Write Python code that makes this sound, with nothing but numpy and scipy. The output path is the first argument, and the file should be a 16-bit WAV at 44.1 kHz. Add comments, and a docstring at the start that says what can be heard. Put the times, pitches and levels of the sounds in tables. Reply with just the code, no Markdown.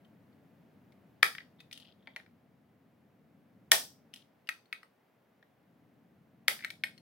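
"""Three hard snaps with knocks, ticks and brief rattles between them: flush cutters snip component leads off a
circuit board on a workbench in a small room, over a low rumble and a faint hiss.
Blows sum damped modes of bench, board, jaws and touched spot with a noise burst; snaps add a dense noise tail.
Rattles and scrapes are runs of tiny blows; the room is decaying band noise, rumble and hiss are coloured noise."""
import sys
import numpy as np
from scipy import signal
from scipy.fft import rfft, irfft
from scipy.io import wavfile

SR = 44100
rng = np.random.default_rng(int(sys.argv[2]) if len(sys.argv) > 2 else 0)


def persist_wave(psi):
    """Save psi, clipped to +-1, as 16-bit WAV."""
    counts = np.round(np.clip(psi, -1, 1) * 32767).astype(np.int16)
    wavfile.write(sys.argv[1], SR, np.atleast_2d(counts).T)


N = 309141
HIT_SAMPLES = 2048   # length of one blow
SPOT_WIDTH_HZ = 240   # resonance width of the touched spot, damped by fingers


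def from_db(db):
    """Decibels to gain."""
    return 10 ** (np.asarray(db) / 20)


def unit(x):
    """Scale to energy 1 per channel."""
    return x / np.sqrt(np.sum(x ** 2, axis=-1, keepdims=True) + 1e-20)


def pan(left_minus_right_db):
    """Left and right gains for a level difference."""
    return from_db(np.array([[left_minus_right_db], [-left_minus_right_db]]) / 2)


def at_hz(points, hz):
    """Read a table on a log-frequency axis."""
    f_hz, value = np.transpose(points)
    return np.interp(np.log(np.maximum(hz, 1)), np.log(f_hz), value)


def in_time(rows):
    """Read a curve at every sample."""
    return np.interp(np.arange(N) / SR, *np.transpose(rows))


def coloured(x, spectrum):
    """Filter a noise by a spectrum table."""
    size = x.shape[-1]
    bins_hz = np.arange(size // 2 + 1) * SR / size
    return irfft(rfft(x) * from_db(at_hz(spectrum, bins_hz)), size)


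def high_pass(x, hz):
    """Second-order bass cut."""
    return signal.sosfilt(signal.butter(2, hz, "high", fs=SR, output="sos"), x)


def stereo(shared, opposed, likeness):
    """Left and right from two noises; likeness is their correlation."""
    return np.sqrt(1 + likeness) * shared + np.sqrt(1 - likeness) * opposed * [[1], [-1]]


def add(out, s, sound):
    """Mix a short sound in at a time."""
    at = int(np.clip(s * SR, 0, N - 1))
    out[:, at:at + sound.shape[1]] += sound[:, :N - at]


def background(spectrum, level_db, likeness):
    """Coloured noise with a slow level curve, partly shared by the two channels."""
    mid, side = unit(coloured(rng.standard_normal((2, N)), spectrum)) * np.sqrt(N / 2)
    return from_db(in_time(level_db)) * stereo(mid, side, likeness)


def room_rumble():
    """Low noise, nearly alike in both channels, with a drifting level."""
    # t/s, level/dB before the layer gain
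    rumble_level = [(0.0, -65), (0.58, -63.5), (2.73, -68), (3.81, -64), (4.71, -75.5), (5.04, -78),
                    (5.46, -73), (5.78, -67.5), (7.01, -63.5)]
    # f/Hz, spectral density/dB
    rumble_spectrum = [(20, -31), (55, -26.5), (70, -15), (88, -5), (130, -0.5), (200, 2), (280, -0.5),
                       (380, -14), (700, -16), (1500, -54)]
    return from_db(1.5) * pan(1.8) * background(rumble_spectrum, rumble_level, likeness=.92)


def faint_hiss():
    """Wider noise with a slightly drifting level."""
    # t/s, level/dB before the layer gain
    hiss_level = [(0, -69), (1.2, -69), (2.6, -72), (4.2, -70.5), (7.0, -71.5)]
    # f/Hz, spectral density/dB
    hiss_spectrum = [(150, -12.5), (400, 4.5), (700, 2), (1100, -4), (2000, -7), (4000, -18.5), (8000, -28),
                     (11000, -24.5), (15000, -20.5)]
    return from_db(-0.95) * pan(0.43) * background(hiss_spectrum, hiss_level, likeness=.55)


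def room(x, build_s):
    """Diffuse reflections reach both channels from both sides, build up quickly and die band by band."""
    # spectral density of the reflections: f/Hz, level/dB
    room_level = [(200, -4.5), (700, 0.5), (1300, -5.5), (2000, -11), (3200, -8), (5000, -7.5), (9000, -4),
                  (16000, -7.5)]
    # decay: f/Hz, T60/s
    room_t60 = [(300, 0.13), (1200, 0.2), (3000, 0.2), (6000, 0.34), (10000, 0.21), (16000, 0.32)]
    # f/Hz, left minus right/dB
    room_pan = [(600, -1), (2000, 0), (4000, 4.5), (8000, -2), (14000, -3.5)]
    # f/Hz, left-right correlation
    room_likeness = [(300, .7), (700, 0.3), (2000, 0), (4000, .1), (10000, 0)]
    t = np.arange(SR // 2) / SR
    build = 1 - np.exp(-(t / build_s) ** 2)
    edges_hz = np.geomspace(150, 18000, 15)
    tail = 0
    for low, high in zip(edges_hz, edges_hz[1:]):
        hz = np.sqrt(low * high)
        band = signal.butter(2, [low, high], "band", fs=SR, output="sos")
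        noise = signal.sosfilt(band, rng.standard_normal((2, 2, len(t))))
        noise = stereo(noise[:, :1], noise[:, 1:], at_hz(room_likeness, hz))   # input side, channel, time
        fade = from_db(-60 * t / at_hz(room_t60, hz)) * build
        gain = np.sqrt((high - low) / SR) * from_db(at_hz(room_level, hz))
        tail = tail + unit(noise * fade) * gain * pan(at_hz(room_pan, hz))
    return signal.fftconvolve(x[:, None], tail, axes=-1).sum(axis=0)[:, :N]


def ring(modes, detune, phase_spread, rise_s, lead_s=0, size=HIT_SAMPLES):
    """Damped modes; the point of contact and the grip change their strength and pitch from blow to blow."""
    t = np.arange(size) / SR
    rise = 1 - np.exp(-(t / rise_s) ** 2)   # the force takes a moment to build
    out = 0
    for hz, width_hz, db in modes:
        strength, stretch, left, right = rng.standard_normal(4)
        channel_t = t + [[0], [lead_s]]   # right channel leads
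        phase = 2 * np.pi * hz * (1 + detune * stretch) * channel_t
        phase = phase + phase_spread * np.array([[left], [right]])
        mode = unit(np.sin(phase) * rise * np.exp(-np.pi * width_hz * t))
        # neighbouring modes swing in opposite directions
        out = from_db(db + 2 * strength) * mode - out
    return out


def contact(hz, thud_db, clack_db, clink_db, crack_db, ring_db, ring_width_hz, crack_s, rebound):
    """One blow: bench, board, jaws and the touched spot ring under a burst of noise; the tool rebounds once."""
    # resonances: f/Hz, width/Hz, level/dB
    bench_modes = [(370, 260, -9), (446, 330, -1), (564, 30, -7), (626, 59, -1), (777, 47, -4.5),
                   (879, 30.7, -2.5), (1025, 340, -4.5)]
    board_modes = [(1328, 160, -5.5), (1600, 370, -11), (1846, 84, 0.5), (1943, 84, 0), (2220, 67, -1.5)]
    jaw_modes = [(3060, 430, 2), (3570, 970, 4.5), (4000, 1600, -7.5), (4350, 240, -4.5), (4980, 520, -4)]
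    # colour of the fracture: f/Hz, spectral density/dB
    crack_spectrum = [(3500, -23.5), (5500, 0), (7000, -3.5), (8000, -3.5), (9400, 0.5), (11000, -1),
                      (13000, -4.5), (16000, -8.5)]
    thud = ring(bench_modes, detune=.008, phase_spread=.3, rise_s=.001)
    clack = ring(board_modes, detune=.015, phase_spread=.25, rise_s=.0005, lead_s=3.6e-5)
    clink = ring(jaw_modes, detune=.02, phase_spread=1.3, rise_s=.0004)
    spot = ring([(hz, ring_width_hz, 0)], detune=0, phase_spread=.2, rise_s=.0005, lead_s=3.6e-5)
    t = np.arange(HIT_SAMPLES) / SR
    burst = (1 - np.exp(-t / 0.0005)) * np.exp(-t / crack_s)
    crack = coloured(rng.standard_normal((2, HIT_SAMPLES)), crack_spectrum) * burst

    parts = np.array([clack, clink, spot, crack])
    lag = int(SR * rng.uniform(.0024, 0.0044))
    second = np.pad(parts, ((0, 0), (0, 0), (lag, 0)))[..., :HIT_SAMPLES]
    parts = unit(parts + rebound * second)
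    spot_db = max(clack_db, clink_db) + ring_db
    gains = [from_db(clack_db) * pan(3), from_db(clink_db) * pan(11.5),
             from_db(spot_db) * pan(3), from_db(crack_db) * pan(-7.5)]
    # the small board and jaws radiate little bass
    bright = high_pass(sum(parts * np.array(gains)), hz=1099.0)
    return bright + from_db(thud_db) * pan(-3) * high_pass(unit(thud), hz=260)


def jaw_rings():
    """Released by the grip, the hardened steel sings faintly for a moment."""
    # t/s, level/dB before the layer gain
    release_rows = [(3.718, -36), (4.83, -50.5), (6.838, -25.5), (6.978, -63.5)]
    # steel modes: f/Hz, width/Hz, level/dB
    steel_modes = [(2960, 12, -7), (4300, 21, -1.5), (5172, 21.5, -9.5), (8570, 12.7, -8), (11500, 23, -10)]
    out = np.zeros((2, N))
    for s, db in release_rows:
        song = ring(steel_modes, detune=0.0014, phase_spread=0.9, rise_s=.001, size=SR // 4)
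        add(out, s, from_db(db + 4.5) * song)
    return out


def rattle(start, end, per_s, hz, fade_db, clack_db, clink_db, crack_db, ring_db):
    """An uneven run of tiny ticks that fades or swells as it goes."""
    out = np.zeros((2, N))
    for s in np.arange(start, end, 1 / per_s):
        late, stretch, force = rng.uniform(-1, 1, 3)
        tick = contact(hz * (1 + .08 * stretch), clack_db - 27, clack_db, clink_db, crack_db,
                       ring_db=ring_db, ring_width_hz=SPOT_WIDTH_HZ, crack_s=.003, rebound=.6)
        tick_db = 3.7 * force - fade_db * (s - start) / (end - start)
        add(out, s + 0.69 * late / per_s, from_db(tick_db) * tick)
    return out


def scrapes():
    """The jaws stick and slip over the solder joints, swelling as they go."""
    # start/s, end/s, mean slip rate/Hz, ring f/Hz, level/dB
    scrape_rows = [(1.588, 1.616, 390, 3560, -56), (1.997, 2.15, 90, 3440, -62.5),
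                   (6.606, 6.640, 130, 2020, -38)]
    out = np.zeros((2, N))
    for start, end, per_s, hz, db in scrape_rows:
        out += from_db(db) * rattle(start, end, per_s, hz, fade_db=-6,
                                    clack_db=3, clink_db=-4, crack_db=-20, ring_db=6.5)
    return out


def drops(count=4):
    """A clipped lead lands on the bench in ever shorter, weaker hops while a fading rattle rolls to rest."""
    # t/s, level/dB before layer gains, first hop/s, roll duration/s
    drop_rows = [(1.728, -31.5, .0475, .2), (4.138, -34, .0225, .085)]
    hop_share, hop_loss_db = 0.51, 7.5   # each hop against the one before
    roll_hz, roll_per_s = 2970, 130
    out = np.zeros((2, N))
    for s, db, hop_s, rest_s in drop_rows:
        roll = rattle(s, s + rest_s, roll_per_s, roll_hz, fade_db=7,
                      clack_db=-9, clink_db=3, crack_db=-22, ring_db=1.5)
        out += from_db(db - 12) * roll
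        for k in range(count):
            landing = contact(roll_hz, thud_db=-49, clack_db=-19.5, clink_db=-10, crack_db=-13.5,
                              ring_db=-5.5, ring_width_hz=SPOT_WIDTH_HZ, crack_s=0.0039, rebound=0.57)
            add(out, s, from_db(db - hop_loss_db * k + 18.5) * landing)
            s = s + hop_s * hop_share ** k
    return out


def ticks():
    """The jaw tips feel for the next lead: light, bright touches."""
    # t/s, level/dB before the layer gain, ring f/Hz
    tick_rows = [(0.0483, -58, 3070), (0.329, -66, 4400), (0.922, -57.5, 2170), (1.603, -42.5, 2560),
                 (1.7121, -40.5, 2360), (4.4723, -45, 2820), (4.6564, -58, 4380), (6.7032, -29, 2300),
                 (6.978, -45, 4310)]
    out = np.zeros((2, N))
    for s, db, hz in tick_rows:
        touch = contact(hz, thud_db=-29.5, clack_db=-14, clink_db=-12, crack_db=-18,
                        ring_db=4.0, ring_width_hz=81, crack_s=0.0052, rebound=.6)
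        add(out, s, from_db(db + 19) * touch)
    return out


def knocks():
    """The tool is set down on the board; each knock has its own share of low thud and bright crack."""
    # t/s, level/dB before the layer gain, touched spot f/Hz, relative thud/dB, relative crack/dB
    knock_rows = [(1.3503, -25.5, 1960, -35, -29), (1.3829, -23, 2040, -41, -50),
                  (1.4048, -34.5, 1800, -35, -48), (2.0727, -30, 2070, -17, -39),
                  (2.162, -22, 2080, -23.5, -28.5), (2.1991, -39, 1840, -29, -42),
                  (2.2625, -48, 1970, -25, -35), (4.4896, -12.5, 2436, -37.5, -24.5),
                  (4.7272, -18, 2460, -40.5, -28.5), (4.8307, -38, 1304, -30, -27),
                  (5.4272, -46, 1660, -14, -33), (6.5913, -33.5, 1980, -32, -38),
                  (6.6465, -15, 2110, -33, -27), (6.837, -11.5, 2300, -33, -29.5)]
    out = np.zeros((2, N))
    for s, db, hz, thud_db, crack_db in knock_rows:
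        blow = contact(hz, thud_db, clack_db=-10.5, clink_db=-20, crack_db=crack_db,
                       ring_db=0.0, ring_width_hz=SPOT_WIDTH_HZ, crack_s=0.0034, rebound=0.43)
        add(out, s, from_db(db + 17) * blow)
    return out


def shiver(t60):
    """A hard snap shakes the whole board and its parts: resonances so dense that they merge into noise."""
    # f/Hz, spectral density/dB
    shiver_spectrum = [(200, -26), (400, -2.5), (750, 0.5), (1100, -3.5), (1800, -3), (3200, 1),
                       (6500, -8.5), (10000, -3), (16000, -6.5)]
    t = np.arange(SR // 3) / SR
    fade = (1 - np.exp(-t / 0.00082)) * from_db(-60 * t / t60)
    return unit(coloured(rng.standard_normal((2, len(t))), shiver_spectrum) * fade)


def snips():
    """A lead starts to tear, gives way, and the jaws slam shut; a sharper crack makes the board shiver more."""
    # t/s, level/dB before part gains, main ring f/Hz, bench knock f/Hz,
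    # then relative bench thud/dB, board clack/dB, jaw clink/dB, steel crack/dB
    snip_rows = [(1.2293, -6, 1878, 454, -33, -7.5, -16.5, -23),
                 (3.717, -4.5, 2010, 648, -24, -12.5, -13.5, -11),
                 (6.4812, -9.5, 2300, 595, -31.5, -12.5, -15.5, -18.5)]
    out = np.zeros((2, N))
    for s, db, hz, knock_hz, thud_db, clack_db, clink_db, crack_db in snip_rows:
        tear = contact(hz, thud_db, clack_db, clink_db, crack_db,
                       ring_db=-5.5, ring_width_hz=350, crack_s=.002, rebound=.3)
        blow = contact(hz, thud_db - 0.5, clack_db, clink_db, crack_db,
                       ring_db=-3, ring_width_hz=370, crack_s=.0014, rebound=.35)
        # the board kicks the bench at a different place for each lead
        knock = ring([(knock_hz, 110, 0)], detune=0, phase_spread=0.69, rise_s=.001)
        add(out, s - .003, from_db(db - 7.5) * tear)
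        add(out, s, from_db(db + 24.0) * blow)
        add(out, s, from_db(db - 7.5) * high_pass(knock, hz=263))
        add(out, s, from_db(db + crack_db + 20) * shiver(t60=0.23))
    return out


def scene():
    """The cutters close by, the room around them."""
    underneath = room_rumble() + faint_hiss()
    handling = jaw_rings() + scrapes() + drops() + ticks() + knocks()
    cuts = snips()
    reflections = room(from_db(-1.0) * cuts + from_db(-2) * handling, build_s=0.0071)
    return cuts + handling + reflections + underneath


def record(dry):
    """The highest peaks are rounded, the deep bass and the top are cut."""
    rounded = high_pass(np.tanh(dry), hz=65)
    top_cut = signal.ellip(10, .2, 70, 16100, fs=SR, output="sos")   # ripple/dB, stopband/dB, cutoff/Hz
    return signal.sosfilt(top_cut, rounded)


dry = scene()
out = record(dry)
persist_wave(out)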